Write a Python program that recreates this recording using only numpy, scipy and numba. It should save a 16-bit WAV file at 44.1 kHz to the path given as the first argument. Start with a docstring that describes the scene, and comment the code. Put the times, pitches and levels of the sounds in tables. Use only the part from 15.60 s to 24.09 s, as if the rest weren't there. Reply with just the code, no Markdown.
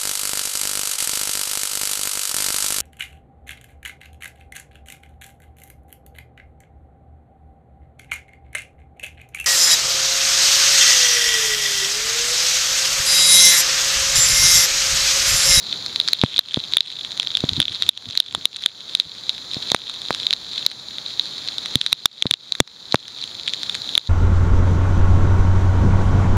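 """Heavy rain between wooden houses, heard through a small camera that stands out in it.
The downpour (coloured noise under flurries of tiny rings) swells within the first second, then comes in surges.
From the start drops ring the microphone port near 3.7 kHz, and soon fat ones thump the casing as damped pulses.
Soft low rubs of the hand, swelling bands of noise, come from about two seconds on and once more near the end.
Throughout, the hardest hits overload the input, and the gain control ducks the rain and lets it swell back."""
import sys
import numpy as np
from scipy import signal
from scipy.fft import rfft, irfft, next_fast_len
from scipy.io import wavfile
from scipy.ndimage import map_coordinates
from numba import njit

SR = 44100
rng = np.random.default_rng(int(sys.argv[2]) if len(sys.argv) > 2 else 0)


def generate_wav(signal):
    """Clip the signal to [-1, 1] and save it as 16-bit WAV at the path in sys.argv[1]."""
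    frames = np.transpose(np.atleast_2d(signal))
    scaled = np.clip(frames, -1, 1) * 32767
    pcm = np.round(scaled).astype(np.int16)
    wavfile.write(sys.argv[1], SR, pcm)


N = 374409
USUAL_RAIN_DB = -29  # spray level of usual rain, the reference for wash, drop sizes and pitch


def amp(db):
    """The decibel law: level in dB to amplitude ratio."""
    return 10 ** (np.asarray(db) / 20)


def unit(x):
    """Normalisation by mean power: scale to rms 1."""
    return x / np.sqrt(np.mean(x ** 2) + 1e-20)


def curves(rows):
    """Linear interpolation: one value per sample for each column after the time."""
    s, *columns = np.transpose(rows)
    t = np.arange(N) / SR
    return [np.interp(t, s, column) for column in columns]


def wobble(rate):
    """Band-limited fluctuation: a smooth curve through random knots, rate knots a second."""
    knots = rng.standard_normal(int(N * rate / SR) + 4)
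    return map_coordinates(knots, [np.arange(N) * rate / SR])


def filtered(x, response):
    """Linear filtering: the spectrum of x times a complex response of frequency."""
    m = next_fast_len(N + SR // 2)
    hz = np.fft.rfftfreq(m, 1 / SR)
    return irfft(rfft(x, m) * response(hz), m)[:N]


def noise(spectrum):
    """Spectral shaping: white noise takes a (Hz, dB) colour and is set to rms 1."""
    f, db = np.transpose(spectrum)
    colour = lambda hz: amp(np.interp(np.log(hz + 1), np.log(f), db))
    return unit(filtered(rng.standard_normal(N), colour))


def placed(times, sounds):
    """Superposition: sum one short sound per row, each starting at its time in seconds."""
    start = np.round(np.maximum(times, 0) * SR).astype(int)
    index = start[:, None] + np.arange(sounds.shape[1])
    return np.bincount(index.ravel(), sounds.ravel(), N)[:N]


def port_hz(level_db):
    """Mass loading: more spray thickens the water film on the port and lowers its pitch."""
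    usual_hz, sag_hz_per_db = 3837, 20
    return usual_hz - sag_hz_per_db * (level_db - USUAL_RAIN_DB)


def port_rings(hz, splash_db, rise, decay, splash_decay, splash_top_hz, size=220):
    """Damped resonance: per drop, a few cycles of the port's air, peak 1, under a brief splash (times in s)."""
    t = np.arange(size) / SR
    life = decay * np.exp(0.28 * rng.standard_normal((len(hz), 1)))
    envelope = (1 - np.exp(-t / rise)) * np.exp(-t / life)
    ring = np.sin(2 * np.pi * hz[:, None] * t) * envelope
    burst = rng.standard_normal(ring.shape) * np.exp(-t / splash_decay)
    band = signal.butter(2, [1400, splash_top_hz], "band", fs=SR, output="sos")
    hiss = signal.sosfilt(band, burst)
    # each splash also has a short note of its own, from the spot it lands on
    spot_hz = 1300 * 5.4 ** rng.random((len(hz), 1))
    spot = np.sin(2 * np.pi * spot_hz * t) * envelope
    splash = 1.64 * hiss + 0.67 * spot
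    return ring / np.abs(ring).max(axis=1, keepdims=True) + amp(splash_db)[:, None] * splash


def wash(level_db):
    """Incoherent summation: countless far drops merge into a hiss that follows the rain and wavers slightly."""
    # Wash of rain on roofs and ground, lifted around the port's resonance.
    # Each row: frequency in Hz, relative level in dB per Hz.
    wash_colour = [(20, -21), (65, 2), (130, 7), (280, 4.5), (600, 1), (1500, 0), (2700, -5), (3200, 1.5),
                   (4000, 15.5), (5300, -2), (7100, -1), (8300, -21), (10500, -12.5), (13000, -16),
                   (15500, -12)]
    usual_db, gain_per_spray_db = -33.5, 0.43
    wash_db = usual_db + gain_per_spray_db * (level_db - USUAL_RAIN_DB)
    return amp(wash_db + 0.7 * wobble(4.6)) * noise(wash_colour)


def handling():
    """Stick-slip friction: soft, lumpy low rubs as the camera is turned."""
    # The hand shifts on the casing.
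    # Each row: time of the peak in seconds, peak rms in dB, half length (of a bell curve) in seconds.
    hand_shifts = [(1.924, -24, 0.0054), (1.96, -35, 0.081), (2.002, -28, 0.0053), (2.25, -44, 0.24),
                   (2.483, -28, 0.014), (2.757, -32.5, 0.031), (3.471, -34, .009), (8.127, -44, 0.046)]
    lump_db, lumps_per_s = 4, 60
    t = np.arange(N) / SR
    grip = sum(amp(db) * np.exp(-.5 * ((t - s) / length) ** 2) for s, db, length in hand_shifts)
    lumps = unit(amp(lump_db * wobble(lumps_per_s)))
    return grip * lumps * noise([(25, -38), (90, 3), (300, -6.0), (520, -25.0), (1500, -48), (8000, -88)])


def spray(level_db, count=7000):
    """Random arrivals in flurries: most droplets are tiny, and heavier spray brings more that tick."""
    flurry = np.cumsum(amp(3.5 * wobble(14)))
    at = np.minimum(np.searchsorted(flurry, rng.random(count) * flurry[-1]), N - 1)
    spread_db = np.clip(4.5 + 0.5 * (level_db[at] - USUAL_RAIN_DB), 3.5, 6)
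    size_db = np.minimum(spread_db * rng.exponential(size=count), 24) - 1.7 * spread_db
    hz = port_hz(level_db[at]) * np.exp(0.052 * rng.standard_normal(count))
    splash_db = -18 + 6 * rng.standard_normal(count)
    rings = port_rings(hz, splash_db, rise=0.00044, decay=0.00059, splash_decay=0.00088, splash_top_hz=6300)
    return amp(level_db) * unit(placed(at / SR, amp(size_db)[:, None] * rings))


def patter(level_db, count=28):
    """Arrival rate follows rain strength: middling drops tick at uneven intervals, more often in heavier rain."""
    fallen = np.cumsum(amp(level_db))
    share = (np.arange(count) + rng.random(count)) / count  # one drop in each equal share of the rain
    at = np.minimum(np.searchsorted(fallen, share * fallen[-1]), N - 1)
    strength, pitch, splash = rng.standard_normal((count, 3)).T
    hz = port_hz(level_db[at]) * np.exp(.03 * pitch)
    ring_db = -8.5 + 1.5 * strength
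    splash_db = -9 + 4.5 * splash  # against the ring
    rings = port_rings(hz, splash_db, rise=.00044, decay=0.00051, splash_decay=0.00048, splash_top_hz=6100)
    return placed(at / SR, amp(ring_db)[:, None] * rings)


def thumps(leak_hz, ring_db, size=2000):
    """Impulsive excitation of modes: a push and pull of pressure, a low casing thud and a faint port ring."""
    # Fat drops on the casing.
    # Each row: start in seconds, slap level in dB, slap's spectral peak in Hz, thud level in dB (before the leak).
    fat_drops = [(0.637, 8.5, 670, 11.5), (0.9723, 0, 252, -1.5), (1.8387, -3, 220, -5),
                 (2.749, 2, 1110, -31), (3.967, -16, 240, -16.5), (4.118, 0, 890, -20),
                 (4.1468, 23, 1250, -26), (4.5067, 1.5, 700, -19), (6.1559, -6.5, 153, 1.5),
                 (6.328, -6.5, 930, -14), (6.656, 0, 384, 1.5), (6.711, -11, 299, -4),
                 (7.003, 22.5, 413, 14), (7.3443, 22.5, 630, 4.5)]
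    # The casing's low modes. Each row: frequency in Hz, relative level in dB, decay time constant in seconds.
    casing_modes = [(136, -0.5, 0.0051), (222, 0, 0.0032), (423, -6, 0.0013), (800, -9, 0.001)]
    s, slap_db, slap_hz, thud_db = np.transpose(fat_drops)[:, :, None]
    t = np.arange(size) / SR
    u = 2 * np.pi * np.sqrt(2) * slap_hz * t
    slap = 2.67 * u * (2 - u) * np.exp(-u)
    thud = sum(amp(db) * np.sin(2 * np.pi * hz * t) * np.exp(-t / decay) for hz, db, decay in casing_modes)
    ring = port_rings(np.full(len(s), 3700), np.full(len(s), -8), rise=.0004, decay=0.00066,
                      splash_decay=0.001, splash_top_hz=6340, size=size)
    blows = placed(s[:, 0], amp(slap_db) * (slap + amp(ring_db) * ring) - amp(thud_db) * thud)
    # the pressure leaks away through the port
    return filtered(blows, lambda hz: (1j * hz / (leak_hz + 1j * hz)) ** 2)


def drops():
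    """Resonance under direct impact: sharp ticks, each at the pitch of the wet port."""
    # The clearest drops striking by the port.
    # Each row: start in seconds, ring peak in dB, ring frequency in Hz, splash level in dB against the ring.
    port_drops = [(.2622, -6, 4200, -6), (0.36, -1.5, 3900, -5), (0.4004, 2.5, 3780, -16),
                  (0.4774, -3, 3750, -6), (.4858, 1, 4370, -3.5), (0.5326, 13, 4060, -8),
                  (.6149, 8.5, 3650, -20), (.7627, 3.5, 3700, -22), (0.78, 5.5, 3720, -17),
                  (.7915, 27, 3894, -11.5), (.9435, 10.5, 3680, -30), (1.1361, 5.5, 3860, -13),
                  (1.1696, 22.5, 3590, -12), (1.183, 10, 3600, -23), (1.2065, 19, 3820, -24),
                  (1.4485, -3, 3530, -9), (1.5986, 7, 3460, -7.5), (1.63, -9, 3730, 3.5),
                  (1.672, -0.5, 3600, -17), (1.7515, 2.5, 3610, -36), (1.771, 1, 3400, -3),
                  (1.892, 3.5, 3730, -17), (1.9336, -4, 3970, -14), (2.002, 18, 3450, -8),
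                  (2.0173, 6.5, 3540, -12), (2.0267, 4, 3460, -9), (2.0543, 2.5, 3670, -22),
                  (2.0816, 2, 3400, -25), (2.223, 4.5, 3680, -6), (2.291, 36, 3706, -19),
                  (2.3755, 4, 3460, -7), (2.575, 12, 4040, -28), (2.6018, 22.5, 3760, -5.5),
                  (2.7493, 4.5, 3560, 0), (2.855, 21, 3730, -10.5), (2.9613, -1, 3670, -15),
                  (3.0376, -1.5, 3500, -15), (3.0609, 17, 3520, -9.5), (3.3509, 10, 3740, -16),
                  (3.3996, 12, 3800, -38), (3.6942, 6, 3850, -19), (4.1018, -5, 3810, -10),
                  (4.1176, 6, 3660, 0), (4.6676, 3.5, 3800, -18), (4.7076, 3, 3600, -17),
                  (4.729, -1, 4000, -4), (4.7352, 3, 3930, -10.5), (4.9785, -6, 3540, -16),
                  (5.0642, 14, 3955, -4), (5.5957, 2, 3810, -23), (5.9824, -8, 3670, -2),
                  (6.1556, 15.5, 3570, -10), (6.2134, 7, 3540, -10), (6.2636, 3.5, 3830, -8),
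                  (6.3286, 20, 3910, -6), (6.4571, 30.5, 3630, 3), (6.6238, 15.5, 3530, -7),
                  (6.667, 6.5, 3860, -17), (6.7107, 23, 3580, -5), (6.7389, 20, 3710, -19),
                  (6.922, 7, 3890, -12.5), (6.952, -5.5, 3780, -3), (7.0026, 25, 3510, -0.5),
                  (7.3236, 3.5, 3990, -16), (7.3566, 11.5, 3760, -10), (7.6395, -6.5, 3750, -3.5),
                  (7.8789, -.5, 3370, -11), (7.9361, -1, 3480, -6.5), (8.0323, -4.5, 3700, -4.5),
                  (8.096, -4.5, 3620, -8), (8.1511, -4, 3930, -5), (8.3528, 5, 3710, -24),
                  (8.3779, 17.5, 3520, -10)]
    s, db, hz, splash_db = np.transpose(port_drops)
    rings = port_rings(hz, splash_db, rise=0.00044, decay=0.00059, splash_decay=0.00051, splash_top_hz=5940)
    return placed(s, amp(db)[:, None] * rings)


def scene():
    """Superposition of sources: one rain strength drives wash, spray and patter; hits and rubs are added."""
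    # Strength of the downpour, as the level of its spray on the camera.
    # Each row: time in seconds, level in dB.
    rain_strength = [(0, -36), (.12, -30), (.4, -32), (.7, -19), (1, -23), (1.4, -24), (1.8, -28),
                     (2.15, -22.5), (2.9, -26.5), (3.8, -29.5), (4.4, -26.5), (4.8, -30.5), (5.2, -29.5),
                     (6, -31.5), (6.4, -27.5), (7.2, -33), (7.6, -28.5), (8.45, -30)]
    rain_db, = curves(rain_strength)
    rain = wash(rain_db) + spray(rain_db) + patter(rain_db)
    hits = drops() + thumps(leak_hz=94, ring_db=-18)
    return (rain + hits + handling())[None]


@njit
def gain_control(x, ceiling, step, hold, release):
    """Feedback limiting: each overloaded sample steps the gain down; after a hold it creeps back to 1."""
    out = np.empty_like(x)
    gain, since = 1.0, 0  # since, hold and release count samples
    for i in range(len(x)):
        out[i] = x[i] * gain
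        since += 1
        if abs(out[i]) > ceiling:
            gain *= step
            since = 0
        elif since > hold:
            gain += (1 - gain) / release
    return out


def record(dry):
    """Nonlinear then linear transfer: gain control, saturation by what it catches too late, camera response."""
    # Narrow dips in the camera's response. Each row: centre in Hz, width in Hz.
    response_dips = [(2890, 190), (7850, 190), (11720, 790)]
    hold_s, release_s = .035, .5
    soft_hz, top_hz = 11700, 15900  # gentle treble loss, then the steep band limit
    ducked = gain_control(dry[0], 0.98, amp(-.29), hold_s * SR, release_s * SR)
    clipped = ducked / (1 + np.abs(ducked / .95) ** 6) ** (1 / 6)

    def notches(hz):
        """Anti-resonance: each dip cancels its centre frequency."""
        return np.prod([(c * c - hz * hz) / (c * c - hz * hz + 1j * hz * w) for c, w in response_dips], axis=0)

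    coloured = filtered(clipped, lambda hz: notches(hz) / np.hypot(1, (hz / soft_hz) ** 4))
    return filtered(coloured, lambda hz: 1 / (1 + (hz / top_hz) ** 120))[None]


dry = scene()
out = record(dry)
generate_wav(out)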